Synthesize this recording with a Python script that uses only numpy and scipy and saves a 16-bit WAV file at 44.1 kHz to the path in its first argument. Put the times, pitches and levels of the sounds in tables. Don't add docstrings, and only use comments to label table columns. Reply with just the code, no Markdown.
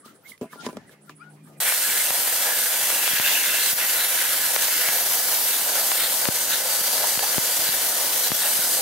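import sys
import numpy as np
from scipy import signal
from scipy.fft import rfft, irfft, next_fast_len
from scipy.io import wavfile
from scipy.ndimage import uniform_filter1d, map_coordinates

SR = 44100
rng = np.random.default_rng(int(sys.argv[2]) if len(sys.argv) > 2 else 0)


def transcribe(signal):
    frames = np.atleast_2d(signal).T
    limited = np.clip(frames, -1, 1)
    pcm = np.round(limited * 32767).astype(np.int16)
    wavfile.write(sys.argv[1], SR, pcm)


N = 388593
TIME_S = np.arange(N) / SR
CUT_S = 1.601
PAN = np.array([[.5], [-.5]])

# pitch_hz, level_db
JET_COLOUR = [(2800, -5), (3800, -2), (4500, 1), (4900, 0), (5550, -0.5), (5850, 1.5), (6400, 0.5),
              (7200, -1.5), (8500, -13.5)]
NOZZLE_COLOUR = [(6500, -12), (7400, -2), (8500, 4), (9800, -1), (11500, -15)]
FINE_COLOUR = [(9000, -2.5), (10500, 6), (11500, 7.5), (13000, 5.5), (14500, 4), (15700, -0.5)]
# time_s, jet_db, nozzle_db, fine_db
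AIR_LEVELS = [(1.62, -31.5, -28.5, -27.5), (2.44, -30.5, -30.5, -26.5), (2.92, -30.5, -29, -26.5),
              (3.22, -31, -35.5, -27), (3.3, -27.5, -33, -26.5), (3.5, -31.5, -31, -28),
              (3.7, -29.5, -28, -26.5), (3.74, -26.5, -30, -20.5), (3.8, -30.5, -33, -27.5),
              (4.08, -32, -31.5, -25), (4.62, -29.5, -31, -27.5), (5.74, -30, -32, -26),
              (5.92, -29.5, -29, -25.5), (6.48, -30.5, -31.5, -28.5), (6.54, -27, -32, -26),
              (6.62, -32, -32, -29.5), (6.78, -28.5, -30, -27), (8.24, -29.5, -31, -26),
              (8.78, -29.5, -27.5, -26), (8.8, -31, -31, -29)]
# time_s, lift_db
TOP_LIFT = [(1.6, 4.5), (2.6, 3), (3.5, 5), (4.1, 1.5), (4.95, 6.5), (5.7, 3), (8.8, 2.5)]
# time_s, left_over_right_db
BLAST_PAN = [(1.6, -1), (4.1, -1.2), (6.5, 0), (8.8, 0)]
# time_s, width_s, change_db
BLAST_DIPS = [(3.75, 0.027, -7), (6.3, 0.015, -0.5), (6.47, 0.022, -1.5), (6.64, 0.026, -1),
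              (7.18, 0.014, -3.5), (7.77, .03, -1), (8.31, 0.018, -3.5)]
# pitch_hz, level_db
METAL_COLOUR = [(900, -9.5), (1200, -9), (1450, -1), (1900, -0.5), (2450, -4), (3000, -4.5), (4000, -5.5),
                (4800, -11.5)]
MAT_COLOUR = [(380, -55), (440, -5.5), (510, -0.5), (700, 1), (950, -1), (1100, -6.5), (1350, -5.5),
              (1700, -25)]
RUMBLE_COLOUR = [(20, 15.5), (80, -10), (150, -4.5), (250, -0.5), (420, 0.5), (520, -56)]
# pitch_hz, width_hz, strength_db
CASTING_PEAKS = [(1500, 140, -4), (2050, 140, -3), (2287, 130, -.5), (2690, 130, 0), (3050, 130, -1.5),
                 (3390, 160, 0), (3940, 120, -5)]
MAT_PEAKS = [(508, 120, -1.5)]
# time_s, metal_db, mat_db
GRIT_LEVELS = [(1.78, -32, -39), (2.8, -30, -38), (3.38, -27, -43), (3.77, -30, -37.5), (4.81, -34, -34.5),
               (5.1, -32, -36.5), (6.12, -35, -35.5), (6.47, -33.5, -38.5), (7.16, -33.5, -36),
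               (7.59, -31, -36), (7.96, -32.5, -34.5), (8.45, -33.5, -38), (8.8, -33.5, -36)]
# time_s, width_s, metal_db, large_hollow_db, small_hollow_db, mat_db
STREAM_SWEEPS = [(1.67, 0.078, 5.5, 7, -4, 2), (1.93, 0.13, 2, 12, 7, -1), (2.17, 0.074, -1, .1, -3, 2.5),
                 (2.5, 0.081, 0.5, 18, -3, 4.5), (2.59, 0.04, 0.5, 8.1, 5, -3), (2.99, 0.16, -1, 4, 12, 4),
                 (3.08, 0.057, 0.5, 6.2, 6, -3), (3.17, 0.03, 1.5, 12, 13, -2),
                 (3.27, 0.051, 2, 8, 10.5, 1), (3.34, 0.1, -2, 12, 16.5, 4.5), (3.55, 0.13, 1, 9.4, 16, 1),
                 (3.7, 0.016, 4, 1, 8, -1), (3.81, 0.04, 3, 6.8, 14, 1), (3.92, 0.077, 1, 6.1, 8, -3),
                 (4.03, 0.05, 4.5, 12, -2, -2), (4.21, 0.063, 6, 13, 2, -3.5),
                 (4.32, 0.056, 3.2, 8, -1, -5), (4.44, 0.053, 4.5, 14, 2, -4.5),
                 (4.6, 0.065, 4, 10, 2, 0.5), (4.74, 0.15, 5, 5.6, 7, -5.5), (4.9, 0.095, 3, 13, -7, 0.5),
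                 (5.55, 0.096, 1, .1, 6, -3), (5.78, 0.054, 4.5, 8.6, -2, 2.5),
                 (6.02, 0.074, 8, 6.3, 0, -1), (6.27, 0.044, 3, 8.1, -4, 3.5), (6.53, 0.028, 3, 13, 13, 0),
                 (6.78, 0.23, 1, 1, 1, 1.5), (7.04, 0.023, 3, 9, -1, 7), (7.24, 0.038, 1.5, 10, -7, 4.5),
                 (7.34, 0.022, 2.5, 9.9, -4, -0.5), (7.7, 0.076, 0, 8.4, 5, -3),
                 (8.45, 0.033, 3, 17.5, 3, 5)]
# time_s, width_s, pitch_hz, width_hz, level_db
EDGE_FLARES = [(1.69, .05, 2330, 300, -34), (1.9, .03, 2270, 250, -33), (2.0, .03, 2300, 400, -32),
               (2.07, 0.028, 2700, 250, -38), (3.1, 0.044, 3220, 400, -29), (3.3, 0.064, 3400, 500, -29),
               (3.3, .04, 2050, 250, -31), (3.44, .03, 2250, 200, -34), (3.48, 0.049, 3300, 600, -31),
               (3.51, 0.044, 1500, 200, -35), (3.64, 0.057, 4020, 600, -29.5),
               (3.83, 0.039, 2030, 250, -34), (4.02, 0.036, 3950, 500, -30.5), (4.87, 0.04, 2100, 450, -31),
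               (5.56, .025, 3530, 400, -34), (5.77, 0.047, 1510, 200, -38), (6.03, 0.051, 3570, 500, -31),
               (6.04, 0.034, 4250, 400, -30), (6.53, 0.024, 1520, 300, -30), (6.54, 0.031, 3700, 600, -29),
               (7.01, .03, 4000, 300, -38), (7.015, 0.016, 604, 250, -30), (7.043, 0.01, 840, 250, -30),
               (7.22, 0.025, 520, 150, -35), (7.233, .012, 785, 150, -29), (7.69, 0.026, 4100, 400, -32),
               (8.26, 0.028, 4080, 300, -32), (8.34, 0.072, 3320, 200, -36), (8.44, .04, 3800, 400, -33),
               (8.46, .04, 2830, 300, -39), (8.62, 0.034, 1550, 250, -33)]
# pitch_hz, width_hz, flutter_db, flutters_per_s
HOLLOWS = [(1690, 120, 1.5, 27), (2750, 380, 2, 40), (4660, 70, 2.5, 30)]
# time_s, width_s, lift_db
WHISTLE_BURSTS = [(4.22, .06, 5), (5.8, .04, 8), (6.25, .06, 6), (6.76, .08, 8), (6.9, .1, 11),
                  (7.06, .09, 9), (7.24, .09, 13), (7.5, .07, 11), (7.66, .07, 11), (7.98, .07, 10),
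                  (8.45, .1, 9), (8.73, .05, 8)]
# time_s, thump_db, tick_db
GRAIN_HITS = [(1.724, -50, -3.5), (2.106, -20, -3), (2.276, -53, -10), (2.491, -47, -12), (2.74, -51, -7),
              (2.903, -47, -4), (3.0778, -39, -0.5), (3.114, -26, -10), (3.133, -17, -19),
              (3.1987, -13, -1.5), (3.731, -20, -13), (4.5201, -45, -17), (4.563, -45, 3.5),
              (4.683, -46, -6), (4.8875, -22, -2), (5.9174, -42, 0), (6.255, -44, 0.5), (6.287, 1, -5),
              (6.8113, -21, -19), (6.9803, -48, -7), (7.154, -38, -8), (7.175, -14.5, -8),
              (7.193, -38, -1.5), (7.28, -47, -11), (7.345, -44, -5), (7.3816, -1.5, -5.5),
              (7.5916, -20, -14), (7.6892, -17, -12), (8.133, -32, -8), (8.3042, -19, -11),
              (8.3182, -6, -2), (8.5897, -19, -9), (8.7485, -48, -10)]

# start_s, board_db, casting_db, crack_db, casting_pitch_hz, board_pitch_hz
TOUCHES = [(0.059, -41, -64, -55, 700, 300), (0.31, -47, -60, -50, 700, 300),
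           (0.378, -67, -52, -50, 2400, 300), (0.4119, -24.5, -38, -40, 850, 400),
           (0.417, -22, -47, -55, 1000, 249), (.428, -29, -36, -53, 660, 400),
           (.441, -38, -33.5, -62, 660, 250), (.455, -36, -44, -62, 800, 250),
           (0.529, -56, -35, -47, 1450, 500), (.533, -58, -36, -56, 1200, 400),
           (0.5565, -38, -40, -58, 850, 500), (.646, -44, -38, -55, 1000, 550),
           (0.6643, -20.5, -29, -28, 1000, 450), (0.673, -30, -47, -50, 1000, 250),
           (0.688, -26, -35, -40, 1000, 350), (.694, -28, -42, -55, 800, 230),
           (0.729, -37, -43, -46, 780, 620), (0.7696, -27.5, -35.5, -35.5, 1320, 590),
           (.775, -42, -55, -60, 750, 220), (.894, -47, -46, -55, 1700, 300),
           (0.937, -67, -55, -57, 1500, 300), (1.0946, -44, -33, -43, 1430, 700)]
# pitch_hz, level_db, ring_s (time to fade by 60 dB)
BOARD_NOTES = [(165, -17, 0.049), (246, 2.5, 0.055), (418, -0.5, 0.057), (600, 4, 0.018)]
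CASTING_NOTES = [(655, 1, 0.09), (790, -3, 0.035), (1000, 0, 0.07), (1175, 0, 0.04), (1390, -2, .03),
                 (1720, 2, 0.022), (2400, 0, .018)]
# peak_s, rise_s, fall_s, thud_db, rub_db, scuff_db, rustle_db
SLIDES = [(0.056, 0.017, 0.11, -56, -55, -55, -51), (0.296, 0.064, 0.076, -55.5, -57, -51.5, -46),
          (0.416, 0.0033, 0.079, -33.5, -48, -69, -68), (0.528, .035, 0.11, -48, -51, -56, -50),
          (0.61, 0.038, 0.16, -49, -58, -47, -66), (0.664, 0.1, 0.037, -43, -43, -40, -47),
          (0.695, 0.023, .04, -42, -47, -61, -70), (0.776, 0.16, 0.13, -43, -56, -63, -75),
          (0.93, 0.075, 0.033, -55, -58, -61, -59), (1.098, 0.0066, 0.05, -51, -53, -57, -76),
          (1.24, 0.051, 0.047, -57, -56, -69, -84), (1.482, 0.044, 0.11, -55, -57, -68, -61),
          (1.59, 0.06, .05, -53.5, -80.5, -75.5, -63)]
# thud_db, rub_db, scuff_db, rustle_db
QUIET_DB = [-59.5, -65.5, -74, -76]
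# pitch_hz, level_db
THUD_COLOUR = [(50, -10), (120, 1), (200, 5), (400, 0.5), (900, -6.5), (1500, -50)]
RUB_COLOUR = [(600, -26), (900, 6.5), (1300, 11), (2000, 9), (2800, 2), (3600, -8)]
SCUFF_COLOUR = [(2000, -22), (3000, 8), (4500, 4), (7000, 1), (10000, -15), (12500, -29)]
RUSTLE_COLOUR = [(7000, -6), (10000, 1), (12000, -4), (16500, -2)]
# start_s, length_s, first_pitch_hz, held_pitch_hz, level_db, swell_share (of the length), wobble_hz
CALLS = [(0.028, .045, 1130, 1220, -51, .5, 15), (0.068, .06, 1330, 1330, -55, .2, 70),
         (0.225, .055, 12000, 12000, -60, .6, 45), (0.245, .042, 1950, 2190, -45, .5, 30),
         (0.225, .05, 13300, 13400, -64, .5, 45), (0.225, .04, 1350, 1480, -62, .4, 60),
         (0.255, .07, 13900, 14800, -58, .4, 45), (0.316, .011, 2200, 2080, -39, .45, 20),
         (0.326, .036, 1950, 2050, -50, .2, 45), (0.378, .012, 12600, 12400, -60, .3, 150),
         (0.385, .025, 9600, 9600, -66, .3, 45), (0.502, .045, 10000, 9950, -62, .4, 90),
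         (0.515, .03, 11600, 11400, -65, .4, 120), (0.575, .035, 10100, 10000, -64, .6, 90),
         (0.76, .015, 13800, 13400, -62, .5, 150), (1.42, .045, 13700, 14000, -73, .6, 60),
         (1.478, .02, 11900, 11700, -65, .4, 90), (0.487, .042, 1980, 2200, -56, .5, 40),
         (0.564, .066, 1385, 1390, -43, .55, 5), (0.665, .06, 10000, 9800, -57, .2, 130),
         (0.705, .06, 2370, 2370, -63, .5, 25), (0.78, .055, 1720, 1730, -60, .4, 25),
         (0.84, .065, 1790, 1990, -62, .7, 20), (0.905, .045, 12500, 11900, -65, .3, 45),
         (0.915, .05, 2150, 2145, -61, .45, 20), (0.93, .04, 1180, 1190, -64, .4, 20),
         (1.05, .05, 12100, 12350, -68, .4, 45), (1.072, .03, 1396, 1396, -53, .4, 30),
         (1.192, .05, 1130, 1420, -46, .7, 8), (1.196, .02, 1150, 1270, -53, .3, 8),
         (1.23, .078, 1430, 1450, -49, .55, 12), (1.196, .045, 2300, 2450, -57, .45, 50),
         (1.195, .04, 4700, 4900, -68, .3, 45), (1.35, .11, 2480, 2420, -69, .6, 30),
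         (1.455, .035, 1600, 1760, -62, .6, 40), (1.222, .045, 2900, 2950, -66, .5, 30),
         (1.45, .15, 1225, 1220, -65, .4, 10), (1.455, .04, 13100, 11700, -69, .5, 45),
         (1.54, .06, 2420, 2430, -66, .5, 15), (1.57, .03, 12700, 13100, -65, .5, 45)]
# pitch_hz, left_over_right_db
CALL_PAN = [(1200, 9), (1600, 16), (2100, -7.5), (12000, -11)]
# pitch_hz, level_db
MOTOR_TONES = [(151.5, -49), (210, -54.5), (285, -59.5), (305, -66), (339, -62), (400, -67)]
# time_s, change_db
MOTOR_SWELL = [(0, -33), (0.6, -19), (1.0, -13), (1.3, -5), (1.6, -6)]
# pitch_hz, level_db
INSECT_COLOUR = [(7000, -14), (8000, 0), (9000, 0), (10300, 4), (11000, -7), (11600, -30)]
BUZZ_STARTS = [0.0, .148, .29, .428, .575, .718, .872, 1.018, 1.158, 1.3, 1.437, 1.575]

# pitch_hz, likeness (0 unrelated, 1 the same)
BLAST_ALIKE = [(60, 0.26), (99, 0.23), (160, 0.62), (270, 0.63), (450, 0.95), (740, 0.92), (1220, 0.77),
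               (2010, 1), (3330, 0.51), (5500, 0.3), (9080, 0.51), (15000, 0.23)]
SHED_ALIKE = [(60, 0.98), (180, 0.89), (550, 0.69), (1650, 0.21), (4970, 0.11), (15000, 0.04)]
# pitch_hz, left_over_right_db
BLAST_BALANCE = [(60, 14.5), (87, -1), (130, -1.5), (180, -2), (260, 0.5), (380, 0), (550, 1.5), (790, 1.5),
                 (1140, 5), (1650, 3.5), (2380, 1.0), (3440, 1.5), (4970, 1), (7180, -1.5), (10400, -0.5),
                 (15000, 3)]
SHED_BALANCE = [(60, 8), (180, 4), (550, 3), (1650, 1), (4970, -6), (15000, -4)]
# pitch_hz, lead_radians
BLAST_LEAD = [(0, -0.46), (1120, 0.28), (2070, -0.77), (2410, -1.4), (3010, -0.56), (3270, 0.52),
              (4310, -0.95), (4740, -1.1), (5860, -0.96), (6370, 0.37), (8960, -0.33), (11800, 1),
              (12800, -0.59), (14000, -0.2), (15000, -0.8), (16500, -2.3)]


def blasting():
    stream = air_jet() + grit() + rumble()
    breath = hiss([(300, 0), (16000, 0)], flicker_db=0, rate=1, bands=1)
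    stream = stream + edge_flares(breath) + hollows(breath)
    surge_db = 0.79 * drift(51) + 0.36 * drift(11.6)
    return stream * from_db(surge_db + bumps(BLAST_DIPS)[0] + PAN * curves(BLAST_PAN)[0])


def air_jet():
    jet_db, nozzle_db, fine_db = curves(AIR_LEVELS)
    fine = hiss(FINE_COLOUR, flicker_db=2.3, rate=4.4, bands=40)
    top = signal.sosfiltfilt(signal.butter(3, 13200, "high", fs=SR, output="sos"), fine)
    fine = fine + (from_db(curves(TOP_LIFT)[0]) - 1) * top
    jet = hiss(JET_COLOUR, flicker_db=2.3, rate=5.5, bands=40)
    nozzle = hiss(NOZZLE_COLOUR, flicker_db=2.4, rate=6, bands=30)
    return from_db(jet_db) * jet + from_db(nozzle_db) * nozzle + from_db(fine_db) * fine


def grit():
    metal_db, mat_db = curves(GRIT_LEVELS)
    metal_lift_db, _, _, mat_lift_db = bumps(STREAM_SWEEPS)
    metal = hiss(METAL_COLOUR, flicker_db=2.2, rate=8, bands=40, peaks=CASTING_PEAKS, peak_db=2.5)
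    mat = hiss(MAT_COLOUR, flicker_db=1.48, rate=10, bands=6, peaks=MAT_PEAKS)
    return from_db(metal_db + metal_lift_db) * metal + from_db(mat_db + mat_lift_db) * mat


def edge_flares(breath):
    out = np.zeros((2, N))
    for time_s, width_s, hz, width_hz, db in EDGE_FLARES:
        span = slice(int((time_s - 2 * width_s) * SR), int((time_s + 2 * width_s) * SR))
        bell = np.exp(-((TIME_S[span] - time_s) / width_s) ** 2)
        out[:, span] += from_db(db) * bell * unit_level(narrow_band(breath[:, span], hz, width_hz))
    return out


def hollows(breath):
    _, large_db, small_db, _ = bumps(STREAM_SWEEPS)
    levels_db = large_db - 48.5, small_db - 46, bumps(WHISTLE_BURSTS)[0] - 46.5
    out = np.zeros((2, N))
    for db, (hz, width_hz, flutter_db, rate) in zip(levels_db, HOLLOWS):
        note = narrow_band(breath, hz, width_hz) * from_db(flutter_db * drift(rate))
        out += from_db(db) * unit_level(note)
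    return out


def rumble():
    level_db = -47.5 + 0.39 * TIME_S + 1.2 * drift(4.3)
    return from_db(level_db) * hiss(RUMBLE_COLOUR, flicker_db=0.49, rate=21, bands=3)


def grain_pops():
    time_s, thump_db, tick_db = np.transpose(GRAIN_HITS)
    thump = ring(clicks(time_s + 0.00017, thump_db + 5.5), hz=206, ring_s=0.0056)
    hits = clicks(time_s, tick_db + 14)
    tick = filtered(hits, "low", 3200) + from_db(-22.5) * ring(hits, hz=660, ring_s=0.0026)
    tick = -filtered(tick, "high", 560, order=3)
    return thump * from_db([[0], [-34]]) + tick * from_db([[0], [-12]])


def knocks():
    start_s, board_db, casting_db, crack_db, casting_hz, board_hz = np.transpose(TOUCHES)
    notes = BOARD_NOTES + CASTING_NOTES
    chance_db = rng.normal(0, 1.5, (len(start_s), len(notes)))
    ringing = np.zeros(N)
    for k, (hz, db, ring_s) in enumerate(notes):
        if k < len(BOARD_NOTES):
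            blow_db = board_db - 10 * abs(np.log2(hz / board_hz))
        else:
            blow_db = casting_db - 20 * abs(np.log2(hz / casting_hz))
        blows = clicks(start_s, blow_db + db + chance_db[:, k])[:2 * SR]
        ringing[:2 * SR] -= (-1) ** k * ring(blows, hz, ring_s)
    decay = np.exp(-1 / (0.0024 * SR))
    crack_level = signal.lfilter([1], [1, -decay], clicks(start_s, crack_db) + 1e-18)
    crack = unit_level(filtered(rng.standard_normal((2, N)), "band", [1200, 7000]))
    return filtered(ringing + 1e-18, "low", 3200) + crack_level * crack


def rubbing():
    layers = [shed_hiss(THUD_COLOUR, flicker_db=7.2, rate=8.6),
              shed_hiss(RUB_COLOUR, flicker_db=5.5, rate=15.6),
              shed_hiss(SCUFF_COLOUR, flicker_db=1.7, rate=17),
              shed_hiss(RUSTLE_COLOUR, flicker_db=3.2, rate=15)]
    quiet_db = np.array(QUIET_DB)[:, None]
    level_db = quiet_db + np.zeros(N)
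    for peak_s, rise_s, fall_s, *peak_db in SLIDES:
        span = slice(int(max(peak_s - rise_s, 0) * SR), int((peak_s + fall_s) * SR))
        swell = np.interp(TIME_S[span], [peak_s - rise_s, peak_s, peak_s + fall_s], [0, 1, 0])
        slide_db = quiet_db + swell * (np.array(peak_db)[:, None] - quiet_db)
        level_db[:, span] = np.maximum(level_db[:, span], slide_db)
    return sum(from_db(db) * layer for db, layer in zip(level_db, layers))


def chirps():
    glide_share, rise_db, fade_db = .6, 14, 11
    wobble, flutter_db = drift(90), 3 + 1.6 * drift(120)
    out = np.zeros((2, N))
    for start_s, length_s, first_hz, held_hz, db, swell_share, wobble_hz in CALLS:
        span = slice(int(start_s * SR), int((start_s + length_s) * SR))
        progress = np.linspace(0, 1, span.stop - span.start)
        hz = np.interp(progress, [0, glide_share], [first_hz, held_hz]) + wobble_hz * wobble[span]
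        phase = 2 * np.pi * np.cumsum(hz) / SR + rng.uniform(0, 1.1, (2, 1))
        shape_db = np.interp(progress, [0, swell_share, 1], [-rise_db, 0, -fade_db])
        level_db = db + shape_db + flutter_db[span] + PAN * at_pitch(CALL_PAN, held_hz)
        soft_ends = np.clip(np.minimum(progress, 1 - progress) * length_s / 0.003, 0, 1)
        out[:, span] += soft_ends * from_db(level_db) * np.sin(phase)
    return out


def motor_hum():
    hum = np.zeros(N)
    for hz, db in MOTOR_TONES:
        level_db = db + 5 + 2.5 * drift(9)
        pitch_hz = hz + 3 * drift(6.5)
        hum += from_db(level_db) * np.sin(2 * np.pi * np.cumsum(pitch_hz) / SR)
    return hum * from_db(curves(MOTOR_SWELL)[0])


def insect():
    rise_s, fade_s = 0.018, 0.041
    latest = np.searchsorted(BUZZ_STARTS, TIME_S, "right") - 1
    age_s = TIME_S - np.array(BUZZ_STARTS)[latest]
    throb = uniform_filter1d(np.exp(-age_s / fade_s), size=int(rise_s * SR))
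    return from_db(-57) * throb * shed_hiss(INSECT_COLOUR, flicker_db=2, rate=11)


def hiss(colour, flicker_db, rate, bands, peaks=(), peak_db=0,
         stereo=(BLAST_ALIKE, BLAST_BALANCE, BLAST_LEAD), length=N):
    size = next_fast_len(length)
    hz = np.maximum(np.arange(size // 2 + 1) * SR / size, 1)
    power = from_db(2 * at_pitch(colour, hz)) * (hz > colour[0][0])
    power *= 1 + sum(from_db(2 * (db + peak_db)) / (1 + (2 * (hz - peak_hz) / width_hz) ** 2) ** 2
                     for peak_hz, width_hz, db in peaks)
    alike, balance_db, lead = (at_pitch(table, hz) for table in stereo)
    shared, apart = rfft(rng.standard_normal((2, size))) * np.sqrt(power)
    spectrum = np.sqrt(1 + alike) * shared + np.sqrt(1 - alike) * apart * np.sign(PAN)
    spectrum *= from_db(PAN * balance_db)
    spectrum[0] *= np.exp(1j * lead)
    frame_hz, frame_s, frames = signal.stft(irfft(spectrum, size), SR, nperseg=512)
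    low_hz, high_hz = colour[0][0], colour[-1][0]
    band = np.clip(np.log((frame_hz + 1) / low_hz) / np.log(high_hz / low_hz), 0, 1) * (bands - 1)
    grid = np.meshgrid(band, 2 * rate * frame_s, indexing="ij")
    flicker = map_coordinates(rng.standard_normal((bands, 1000)), grid, order=1)
    _, noise = signal.istft(frames * from_db(flicker_db * flicker), SR, nperseg=512)
    out = np.zeros((2, N))
    out[:, :length] = noise[:, :length]
    return out / np.sqrt(np.mean(out[:, :length].mean(0) ** 2))


def shed_hiss(colour, flicker_db, rate):
    no_lead = [(20, 0), (20000, 0)]
    return hiss(colour, flicker_db, rate, bands=7, stereo=(SHED_ALIKE, SHED_BALANCE, no_lead),
                length=2 * SR)


def ring(hits, hz, ring_s):
    decay, step = 1000 ** (-1 / (ring_s * SR)), 2 * np.pi * hz / SR
    return signal.lfilter([0, np.sin(step)], [1, -2 * decay * np.cos(step), decay ** 2], hits + 1e-18)


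def clicks(times_s, levels_db):
    out = np.zeros(N)
    out[np.round(times_s * SR).astype(int)] = from_db(levels_db)
    return out


def drift(rate):
    hop, warm_up = 40, 2000
    memory = np.exp(-2 * np.pi * hop * rate / SR)
    noise = rng.standard_normal(N // hop + warm_up + 2)
    slow = signal.lfilter([1], [1, -2 * memory, memory ** 2], noise)[warm_up:]
    return np.interp(np.arange(N) / hop, np.arange(len(slow)), unit_level(slow))


def bumps(rows):
    t = np.arange(0, N + 64, 64) / SR
    time_s, width_s, *columns = np.transpose(rows)
    bells = np.exp(-((t[:, None] - time_s) / width_s) ** 2)
    return curves(np.column_stack([t] + [bells @ column for column in columns]))


def curves(rows):
    time_s, *columns = np.transpose(rows)
    return [np.interp(TIME_S, time_s, column) for column in columns]


def at_pitch(rows, hz):
    pitches_hz, values = np.transpose(rows)
    return np.interp(np.log(hz), np.log(pitches_hz + 1), values)


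def filtered(sound, keep, hz, order=2):
    return signal.sosfilt(signal.butter(order, hz, keep, fs=SR, output="sos"), sound)


def narrow_band(sound, hz, width_hz):
    return filtered(sound, "band", [hz - width_hz / 2, hz + width_hz / 2])


def unit_level(sound):
    return sound / np.sqrt(np.mean(sound ** 2) + 1e-20)


def from_db(db):
    return 10 ** (np.asarray(db) / 20)


def scene():
    after_cut = np.clip((TIME_S - CUT_S) / 0.0021, 0, 1)
    shed = rubbing() + knocks() + chirps() + motor_hum() + insect()
    return (1 - after_cut) * shed + after_cut * blasting() + grain_pops()


def record(dry):
    limit_db, recovery_db_per_s = -14, 90
    sound = filtered(dry, "high", 110, order=3)
    level_db = 20 * np.log10(uniform_filter1d(np.abs(sound).max(0), size=40) + 1e-9)
    fall_db = recovery_db_per_s * TIME_S
    held_db = np.maximum.accumulate(level_db + fall_db) - fall_db
    excess_db = np.maximum(held_db - limit_db, 0)
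    dip_db = signal.lfilter([.02], [1, -.98], -.7 * excess_db)
    rounded = .92 * np.tanh(sound * from_db(dip_db) / .92)
    return signal.sosfilt(signal.ellip(12, .5, 55, 15770, fs=SR, output="sos"), rounded)


dry = scene()
out = record(dry)
transcribe(out)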